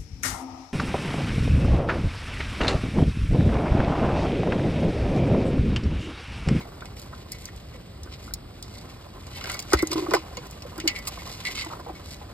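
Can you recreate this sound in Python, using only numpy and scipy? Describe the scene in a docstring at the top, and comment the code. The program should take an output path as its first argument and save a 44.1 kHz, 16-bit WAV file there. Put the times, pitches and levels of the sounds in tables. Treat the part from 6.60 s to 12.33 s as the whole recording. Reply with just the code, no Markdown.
"""A tied mud crab is held over a tub of live crabs, close to a microphone with two openings (ports).
From the start, wet legs rustle over a low outdoor rumble, and shells click and knock now and then.
About three seconds in, the crab is set down among the others: the floor thuds, shells clatter
and the hollow of the tub booms at each bump. Then another crab is lifted out, with more clicks
and knocks and with claws scraping the ringing wall."""
import sys
import numpy as np
from scipy import signal
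from scipy.fft import rfft, irfft
from scipy.io import wavfile
from scipy.ndimage import uniform_filter1d

SR = 44100
rng = np.random.default_rng(int(sys.argv[2]) if len(sys.argv) > 2 else 0)


def put_to_file(sound):
    """Save the sound as 16-bit audio at rate SR, in the file named by the first command-line argument."""
    columns = np.atleast_2d(sound).T  # one column per channel
    safe = np.clip(columns, -1, 1)
    whole_steps = np.round(safe * 32767)
    wavfile.write(sys.argv[1], SR, whole_steps.astype(np.int16))


N = 252693

# how restless the legs are: (time [s], relative crackle level [dB], relative shuffle level [dB])
RESTLESSNESS = [(0.0, -48, -44), (0.06, -61, -47), (0.85, -55.5, -54), (1.4, -64, -55.5),
                (1.61, -57.5, -53), (1.79, -64.5, -53), (2.3, -58, -50), (2.62, -60, -50.5),
                (2.9, -43.5, -43.5), (3.05, -53.5, -47), (3.27, -48, -46), (3.38, -44.5, -43),
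                (3.57, -53, -43.5), (3.88, -55, -48.5), (4.21, -55, -46.5), (4.34, -50.5, -47),
                (4.93, -45.5, -47.5), (5.12, -49.5, -52), (5.17, -57, -46), (5.73, -58.5, -49.5)]
# tone of a dull rub: (frequency [Hz], gain [dB])
SHUFFLE_TONE = [(200, -4), (400, 3), (900, 1), (1400, -2), (1800, -13.5), (3500, -24.5)]
FILTER_HZ = abs(np.fft.fftfreq(2048, 1 / SR))


def amp(db):
    """Turns decibels into a gain; amp(-60 * t / t60) fades by 60 dB in t60 seconds."""
    return 10 ** (np.asarray(db) / 20)


def unit_level(x):
    """Scales a signal to an average power of one."""
    return x / np.sqrt(np.mean(x ** 2) + 1e-20)


def curve(points, hz=FILTER_HZ):
    """Joins (frequency, value) points into a curve along a pitch scale."""
    point_hz, value = np.transpose(points)
    return np.interp(np.log(hz + 1), np.log(point_hz + 1), value)


def add(mix, start_s, sound):
    """Mixes a sound in at the given time."""
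    part = mix[..., max(round(start_s * SR), 0):][..., :sound.shape[-1]]
    part += sound[..., :part.shape[-1]]


def set_peak(x, db, size=176):
    """Scales a hit so that its loudest few milliseconds have the given level."""
    return x * amp(db) / np.sqrt(uniform_filter1d(x ** 2, size).max() + 1e-20)


def shaped(x, db):
    """Filters a sound by a gain in dB at each of FILTER_HZ, with no ringing ahead of a hit."""
    taps = np.fft.ifft(np.exp(np.conj(signal.hilbert(np.log(amp(db)))))).real
    return signal.fftconvolve(x, taps[:len(taps) // 2])[:len(x)]


def tilted(points, db_per_octave, pivot_hz=4000):
    """Harder, smaller contacts tip a tone curve towards the treble."""
    return curve(points) + db_per_octave * np.clip(np.log2((FILTER_HZ + 1) / pivot_hz), -1.6, 1.6)


def resonance(hz, octaves, db, at_hz=FILTER_HZ + 1):
    """A rounded peak in dB around a pitch at which something rings."""
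    return db * np.exp(-.5 * (np.log2(at_hz / hz) / octaves) ** 2)


def slips(count, per_s, spread_db):
    """A random train of tiny contacts, a few much larger than the rest."""
    sizes = amp(spread_db * np.minimum(rng.exponential(1, count), 4)) * rng.choice([-1, 1], count)
    return unit_level(sizes * (rng.random(count) < per_s / SR))


def pressure(count, depth_db, size=500):
    """Uneven pressure: a gain that wanders, more slowly for a larger size."""
    drift = uniform_filter1d(uniform_filter1d(rng.standard_normal(count), size), size)
    return amp(depth_db * unit_level(drift))


def strays(per_s, over_db, column, spread_db=1):
    """Chance touches, as strong as the legs are restless: (time [s], level [dB], size [-1 to 1])."""
    jitter, strength, size = rng.random((80, 3)).T
    legs = np.transpose(RESTLESSNESS)
    times = (np.arange(len(jitter)) + jitter) / per_s
    db = np.interp(times, legs[0], legs[column]) + over_db + spread_db * (2 * strength - 1)
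    return np.transpose([times, db, 2 * size - 1])[times < N / SR]


def ports(x):
    """Sound reaches the left and right ports with slightly different timing and level."""
    # how far the left wave runs ahead: (frequency [Hz], phase lead [radians])
    left_lead = [(20, 0), (200, -.3), (350, -.6), (650, -1.3), (1000, -.8), (1400, -.8), (2500, 2.0),
                 (4100, 1.5), (5250, 2.0), (6100, 3.2), (7700, 6.0), (8800, 6.8), (10300, 9.4),
                 (11800, 12.2), (13400, 12.9), (14600, 15.7)]
    # how much louder the left is: (frequency [Hz], left minus right [dB])
    balance = [(150, 0), (350, -.8), (600, -3.2), (1100, -.8), (2300, .6), (4400, -1.6), (8000, 0)]
    hz = np.fft.rfftfreq(N, 1 / SR)
    radians = np.interp(hz, *np.transpose(left_lead))
    left = np.exp(.5j * radians) * amp(curve(balance, hz) / 2)
    return irfft(rfft(x) * np.array([left, 1 / left]), N)


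def outdoors(level_db=-42):
    """Steady low rumble with a faint hiss; above the bass some of it comes from all sides."""
    # tone of the background rumble and hiss: (frequency [Hz], gain [dB])
    background_tone = [(12, -38), (20, -65), (42, -1), (87, -0.5), (124, -5.5), (620, -22), (796, -25),
                       (966, -30.5), (1170, -32), (5090, -32.5), (6010, -51), (8620, -38.5), (10200, -68),
                       (13400, -42.5), (15000, -60)]
    hz = np.fft.rfftfreq(N, 1 / SR)
    tone = amp(curve(background_tone, hz) - curve([(400, 1.04), (2000, 1.28)], hz))
    noise = rfft(rng.standard_normal((3, N))) * unit_level(tone) * amp(level_db)
    all_sides = amp(curve([(70, -26), (200, -13), (500, -5), (4000, -7)], hz))
    return ports(irfft(noise[0], N)) + irfft(noise[1:] * all_sides, N)


def wall_echoes(x, t60=.04):
    """Short echoes off the round wall, different at each port and strongest in the middle range."""
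    t = np.arange(SR // 8) / SR
    tone = curve([(200, -24), (380, -13), (600, -4), (1200, -9), (2500, -6), (5000, -7), (9000, -13)])
    echoes = np.array([slips(len(t), 3000, 1) for _ in range(2)]) * amp(-60 * t / t60) * (t > .001)
    echoes = np.array([shaped(side / np.linalg.norm(side), tone) for side in echoes])
    return signal.fftconvolve(x[None], echoes, axes=1)[:, :N]


def leg_rustle(crackle_gain_db=3, shuffle_gain_db=-1.5):
    """Many wet legs slide over each other in uneven little bursts."""
    # tone of the wet crackle: (frequency [Hz], gain [dB])
    crackle_tone = [(700, 2), (1700, -2.5), (2150, 6), (3200, 4), (4800, 3), (6500, -1.5), (9000, -9),
                    (13000, -9.5), (16000, -28)]
    times, crackle_db, shuffle_db = np.transpose(RESTLESSNESS)
    t = np.arange(N) / SR
    crackle = shaped(slips(N, 2200, 1.95) * pressure(N, 2.6), curve(crackle_tone))
    shuffle = shaped(slips(N, 1500, 2.44) * pressure(N, 3.33), curve(SHUFFLE_TONE))
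    return (unit_level(crackle) * amp(np.interp(t, times, crackle_db) + crackle_gain_db)
            + unit_level(shuffle) * amp(np.interp(t, times, shuffle_db) + shuffle_gain_db))


def wall_ring(x, place_hz=1990, boost_db=0):
    """The thin wall rings at many close pitches; the place touched can boost those near place_hz."""
    # the wall's own notes: (pitch [Hz], relative level [dB], fade time [s])
    wall_notes = [(1990, -3.5, 0.24), (2080, -4.5, 0.19), (2184, 1, 0.091), (2212, -1, 0.15),
                  (2342, -8, 0.07), (2660, -6, 0.092), (3100, -10, 0.068), (3150, -11, 0.081),
                  (3622, -14, 0.16), (3980, -10, 0.08), (4270, -10, 0.06), (4490, -9, 0.066),
                  (5100, -8, 0.1)]
    t = np.arange(SR // 5) / SR
    ring = np.zeros((2, len(t)))
    for hz, db, t60 in wall_notes:
        fade = amp(db + resonance(place_hz, .15, boost_db, at_hz=hz) - 60 * t / t60)
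        port_phase = rng.normal(0, .19, (2, 1))
        ring += fade * np.sin(2 * np.pi * (hz * t + port_phase))
    return signal.fftconvolve(x[None], ring / np.linalg.norm(ring[0]), axes=1)


def claw_scrapes(gain_db=-2):
    """Claw tips stick and slip in swelling strokes: returns their grit and the wall's rasping ring."""
    # claws and shells dragged along the wall and each other: (middle time [s], length [s],
    # relative grit level [dB], brightness [dB per octave], wall level [dB], favoured pitch [Hz])
    strokes = [(0.011, 0.027, -48, -7, -45.5, 2130), (0.41, 0.16, -46.5, 13.5, -71, 2100),
               (0.727, 0.033, -37, 11, -46.5, 2070), (0.819, 0.18, -47.5, 12.5, -53.5, 4400),
               (1.144, 0.06, -48, -19, -56, 2100), (1.534, 0.088, -42.5, 1, -65, 4400),
               (1.653, 0.17, -48.5, 11, -56.5, 2100), (2.153, 0.25, -47.5, 7.5, -55.5, 2200),
               (2.753, 0.1, -40, 5, -41, 3100), (2.852, 0.1, -40.5, -1, -41, 2190),
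               (2.93, .13, -38, 9, -36.5, 2170), (3.116, 0.043, -34.5, 7, -42, 2100),
               (3.187, 0.059, -33, 6, -28.5, 2100), (3.33, 0.058, -32.5, 7, -46, 2000),
               (3.381, .04, -36, 2, -46, 2130), (4.286, 0.046, -41, -5, -31, 2650),
               (4.36, 0.03, -36, 6, -33, 2170), (4.38, 0.065, -46, 15, -38, 2230),
               (4.479, 0.042, -31, 17, -53, 2110), (4.585, 0.04, -49, 0, -43, 2060),
               (4.719, 0.23, -43, 8.5, -52, 2100), (4.87, 0.07, -31, 6, -27, 2000),
               (4.985, 0.12, -29.5, 3, -34, 3230), (5.014, 0.09, -37, 0, -34.5, 2090),
               (5.359, 0.031, -46.5, 6, -47, 2070), (5.505, 0.19, -42, 9, -51, 2130)]
    # tone of the grit: (frequency [Hz], gain [dB])
    grit_tone = [(400, -16), (1300, -1), (1800, -11), (2050, 7.5), (2600, 6.5), (3300, 4), (4700, 5.5),
                 (6500, -7), (9000, -13.5), (15000, -28)]
    grits, rasps = np.zeros(N), np.zeros((2, N))
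    count = SR // 3
    for middle, length, db, bright, wall_db, place_hz in strokes:
        friction = slips(count, per_s=750, spread_db=3.4) * pressure(count, 1.3)
        friction = (friction * pressure(count, 3, size=50))[:int(length * SR)]
        swell = np.hanning(len(friction))
        claw_hz = 3600 * 2 ** (.3 * (np.arange(5) + rng.random(5)))
        claw_ring = sum(resonance(hz, .02, db=5) for hz in claw_hz)
        grit = unit_level(shaped(friction, tilted(grit_tone, bright) + claw_ring))
        rasp = wall_ring(friction * swell, place_hz, boost_db=8)
        add(grits, middle - length / 2, amp(db + gain_db) * swell * grit)
        add(rasps, middle - length / 2, set_peak(rasp, wall_db, size=600))
    return grits, rasps


def floor_thud(start=3.144, hz=66, t60=.11, rise_s=.0016, lowest_hz=48):
    """The floor flexes once under the crab's weight; it is too small to give off the deepest bass."""
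    out, t = np.zeros(N), np.arange(SR // 3) / SR
    flex = amp(-12 - 60 * t / t60) * np.sin(2 * np.pi * hz * t) * (1 - np.exp(-t / rise_s))
    add(out, start, signal.lfilter(*signal.butter(2, lowest_hz, "high", fs=SR), flex))
    return out


def hollow_booms(gain_db=1, settle_s=.0047, linger_hz=318, linger_t60=.16):
    """Bumps ring the hollow and rub shell on the floor; the pitch settles and a low note lingers."""
    # bumps against the tub: (time [s], relative level [dB], pitch [Hz])
    bumps = [(0.366, -48, 496), (1.144, -46, 518), (3.135, -13.5, 346), (3.228, -16.5, 335),
             (3.304, -32.5, 326), (3.321, -29.5, 358), (3.355, -22.5, 326), (3.374, -25.5, 332),
             (3.385, -26.5, 381), (3.402, -31.5, 330), (3.422, -26, 339), (3.439, -28.5, 346),
             (3.484, -24.5, 333), (3.517, -25, 393), (3.537, -16, 454), (3.55, -24, 357),
             (3.774, -36.5, 499), (4.05, -36, 505), (4.18, -34, 332), (4.239, -28, 340),
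             (4.254, -26.5, 326), (5.064, -38, 331), (5.195, -39.5, 345), (5.268, -38.5, 492),
             (5.3, -41, 328)]
    out, t = np.zeros(N), np.arange(SR // 6) / SR
    hardest_db = max(row[1] for row in bumps)
    linger = np.sin(2 * np.pi * linger_hz * t) * amp(-28 - 60 * t / linger_t60)
    for start, db, hz in bumps:
        force = amp(db - hardest_db)
        t60 = np.interp(force, [0, 1], [.048, .027])  # the crab's weight damps the hardest bumps
        rise_s = np.interp(force, [0, 1], [.027, .0086])
        swell = 1 - np.exp(-t / rise_s)
        cycles = np.cumsum(hz * (.954 + .184 * np.exp(-t / settle_s))) / SR
        rub = unit_level(shaped(slips(len(t), 1900, 2.5), curve(SHUFFLE_TONE)))
        note = np.sin(2 * np.pi * cycles) * pressure(len(t), 2, size=90)
        boom = (note + amp(-14) * np.sqrt(force) * rub) * amp(-60 * t / t60)
        add(out, start, set_peak(swell * (boom + linger), db + gain_db))
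    return out


def body_knocks(gain_db=-2, rise_s=.00082, clean_tap_s=.021):
    """A body lands with a blow and a clatter of legs; gentle landings are rounder and duller."""
    # bodies hitting each other and the tub: (time [s], relative level [dB], pitch [Hz], fade time [s])
    landings = [(0.222, -32.5, 1420, 0.035), (0.529, -36.5, 1280, 0.055), (1.473, -42.5, 1360, .04),
                (1.678, -38.5, 1320, 0.049), (1.709, -42, 1390, 0.035), (2.77, -39.5, 890, 0.077),
                (2.812, -36, 1240, 0.12), (2.841, -33, 1580, 0.12), (2.872, -34.5, 1350, 0.091),
                (2.896, -32, 1400, .09), (2.944, -36, 1300, 0.065), (3.123, -22.5, 1410, 0.11),
                (3.1342, -10, 1350, 0.05), (3.227, -30, 1120, 0.037), (3.318, -32, 1020, 0.046),
                (3.329, -31, 1100, 0.04), (3.359, -33, 1000, 0.07), (3.378, -28.5, 1000, 0.063),
                (3.421, -42, 950, 0.13), (3.464, -28, 1120, 0.054), (3.512, -24, 950, 0.067),
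                (3.537, -12.5, 900, 0.05), (3.549, -19, 770, 0.045), (3.564, -22.5, 1020, 0.055),
                (3.712, -39.5, 740, 0.037), (3.768, -37.5, 1000, 0.08), (4.181, -35.5, 1460, 0.047),
                (4.472, -36.5, 1060, 0.076), (4.575, -35.5, 1040, 0.028), (4.62, -39, 1040, 0.037),
                (4.669, -35.5, 1100, .06), (4.979, -36, 1190, 0.039), (5.04, -38, 1110, .04),
                (5.063, -33, 910, 0.053), (5.1, -36.5, 1120, 0.12), (5.116, -33.5, 900, 0.068),
                (5.134, -28, 1280, 0.016), (5.195, -41, 950, 0.1), (5.261, -34.5, 860, 0.12),
                (5.293, -31, 814, 0.07), (5.613, -37.5, 840, 0.089)]
    # tone of a knock: (frequency [Hz], gain [dB])
    knock_tone = [(150, -35.5), (330, -2), (650, 3.5), (800, 1.5), (1150, 1), (1530, 2.5), (1700, -8.5),
                  (1950, -1), (3500, -18), (8000, -22)]
    out, t = np.zeros(N), np.arange(SR // 5) / SR
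    hardest_db = max(row[1] for row in landings)
    light_knocks = [(start, db, 1120 * 2 ** (-.43 * size), .028)
                    for start, db, size in strays(per_s=4.4, over_db=-7, column=2)]
    for start, db, hz, t60 in list(landings) + light_knocks:
        force = amp((db - hardest_db) / 2)
        clatter = slips(len(t), 6000, 1.2) * amp(-60 * t / t60) * (1 - np.exp(-t / rise_s))
        blow = clean_tap_s / t60 * (t == 0)  # the shorter the clatter, the more the blow stands out
        contact = clatter / np.linalg.norm(clatter) + blow
        ring = resonance(hz, .15, db=12 - 10 * force)
        treble_cut = 24 * (1 - force) * np.clip(np.log2((FILTER_HZ + 1) / (1.18 * hz)), 0, 1)
        knock = shaped(contact, curve(knock_tone) + ring - treble_cut)
        add(out, start, set_peak(knock, db + gain_db))
    return out


def shell_clicks(gain_db=1, snap_t60=.019, rise_s=.00015, contacts_per_s=12000, chatter_top_hz=4500):
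    """Shell hits shell: a dry snap and a brief, duller chatter ring a few notes of the piece struck."""
    # sharp hits: (time [s], relative level [dB], brightness [dB per octave], chatter fade time [s])
    hits = [(0.207, -43, -4, 0.11), (0.2558, -39.5, 0, .1), (0.368, -45.5, -1, .1), (0.7194, -26.5, 8, .05),
            (0.8548, -31.5, 3.5, .04), (0.887, -43, -21, 0.065), (0.962, -44, 11, .04),
            (1.4331, -38.5, 3, .08), (1.7376, -22, 5, 0.046), (2.0258, -32.5, 3.5, 0.15),
            (2.668, -42.5, 0.5, .06), (2.7684, -37.5, 20, .03), (2.8105, -34.5, -5, .06),
            (2.8404, -31, -1, 0.043), (2.8734, -38, 11, .05), (2.8984, -27, -1, 0.076),
            (2.9173, -29.5, 4, .06), (2.9434, -33, 6, .08), (2.9916, -25, 1.5, .06),
            (3.0004, -29, 6, 0.055), (3.024, -36, 3, .05), (3.1328, -15.5, 3, 0.088),
            (3.2235, -25.5, 9, .035), (3.2715, -25, 3.5, .03), (3.3154, -24.5, 0.5, .06),
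            (3.3304, -25, 2, 0.071), (3.5089, -30.5, -1, 0.27), (3.5364, -23.5, 0, 0.11),
            (3.5474, -25, 1, 0.18), (3.7698, -32.5, 0.5, 0.11), (3.868, -42.5, 10, 0.063),
            (3.91, -38.5, 5.5, .06), (4.0218, -36, 1.5, 0.059), (4.1794, -33.5, 10, 0.045),
            (4.2004, -30, -1.5, 0.11), (4.2762, -12.5, 0.5, 0.088), (4.388, -36.5, 5, .05),
            (4.4712, -26.5, 1, 0.061), (4.4804, -27, 5, .05), (4.9546, -33, 2, 0.088),
            (5.0474, -35.5, 3, .07)]
    # tone of a click: (frequency [Hz], gain [dB])
    click_tone = [(500, -24), (1700, -1.5), (2100, 9.5), (3200, 6.5), (3900, 5), (4900, 11.5), (6200, 6),
                  (9000, 1), (13000, -8.5), (16000, 1)]
    out, t = np.zeros(N), np.arange(SR // 6) / SR
    lowpass = signal.butter(2, chatter_top_hz, fs=SR)
    light_clicks = [(start, db, -4 * size, .073)
                    for start, db, size in strays(per_s=2.4, over_db=7.5, column=1)]
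    for start, db, bright, t60 in list(hits) + light_clicks:
        snap = slips(len(t), contacts_per_s, .45) * amp(8 - 60 * t / snap_t60)
        chatter = signal.lfilter(*lowpass, slips(len(t), contacts_per_s, 2)) * amp(-60 * t / t60)
        contact = (snap + chatter) * (1 - np.exp(-t / rise_s))
        lowest_hz = 1950 * 2 ** (np.clip(bright, 0, 4.6) / 4)  # a small, bright piece has no low notes
        shell_hz = lowest_hz * 2 ** (.45 * (np.arange(4) + rng.random(4)))
        ring = sum(resonance(hz, .025, db=7) for hz in shell_hz)
        low_cut = 14 * np.clip(2 * np.log2(lowest_hz / (FILTER_HZ + 1)), 0, 1) * (bright > 0)
        click = shaped(contact, tilted(click_tone, bright) + ring - low_cut)
        add(out, start, set_peak(click, db + gain_db))
    return out


def scene(click_ring_db=-19):
    """Everything in the tub, the wall that it sets ringing, its echoes and the background rumble."""
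    clicks = shell_clicks()
    grit, rasp = claw_scrapes()
    tub = clicks + grit + body_knocks() + hollow_booms() + floor_thud() + leg_rustle()
    wall = rasp + amp(click_ring_db) * wall_ring(clicks)[:, :N]
    return ports(tub + wall) + wall_echoes(tub) + outdoors()


def record(dry):
    """Cuts away the very highest treble, above 16300 Hz."""
    lowpass = signal.firwin(511, 16300, window=("kaiser", 9), fs=SR)
    return signal.oaconvolve(dry, lowpass[None], "same")


dry = scene()
out = record(dry)
put_to_file(out)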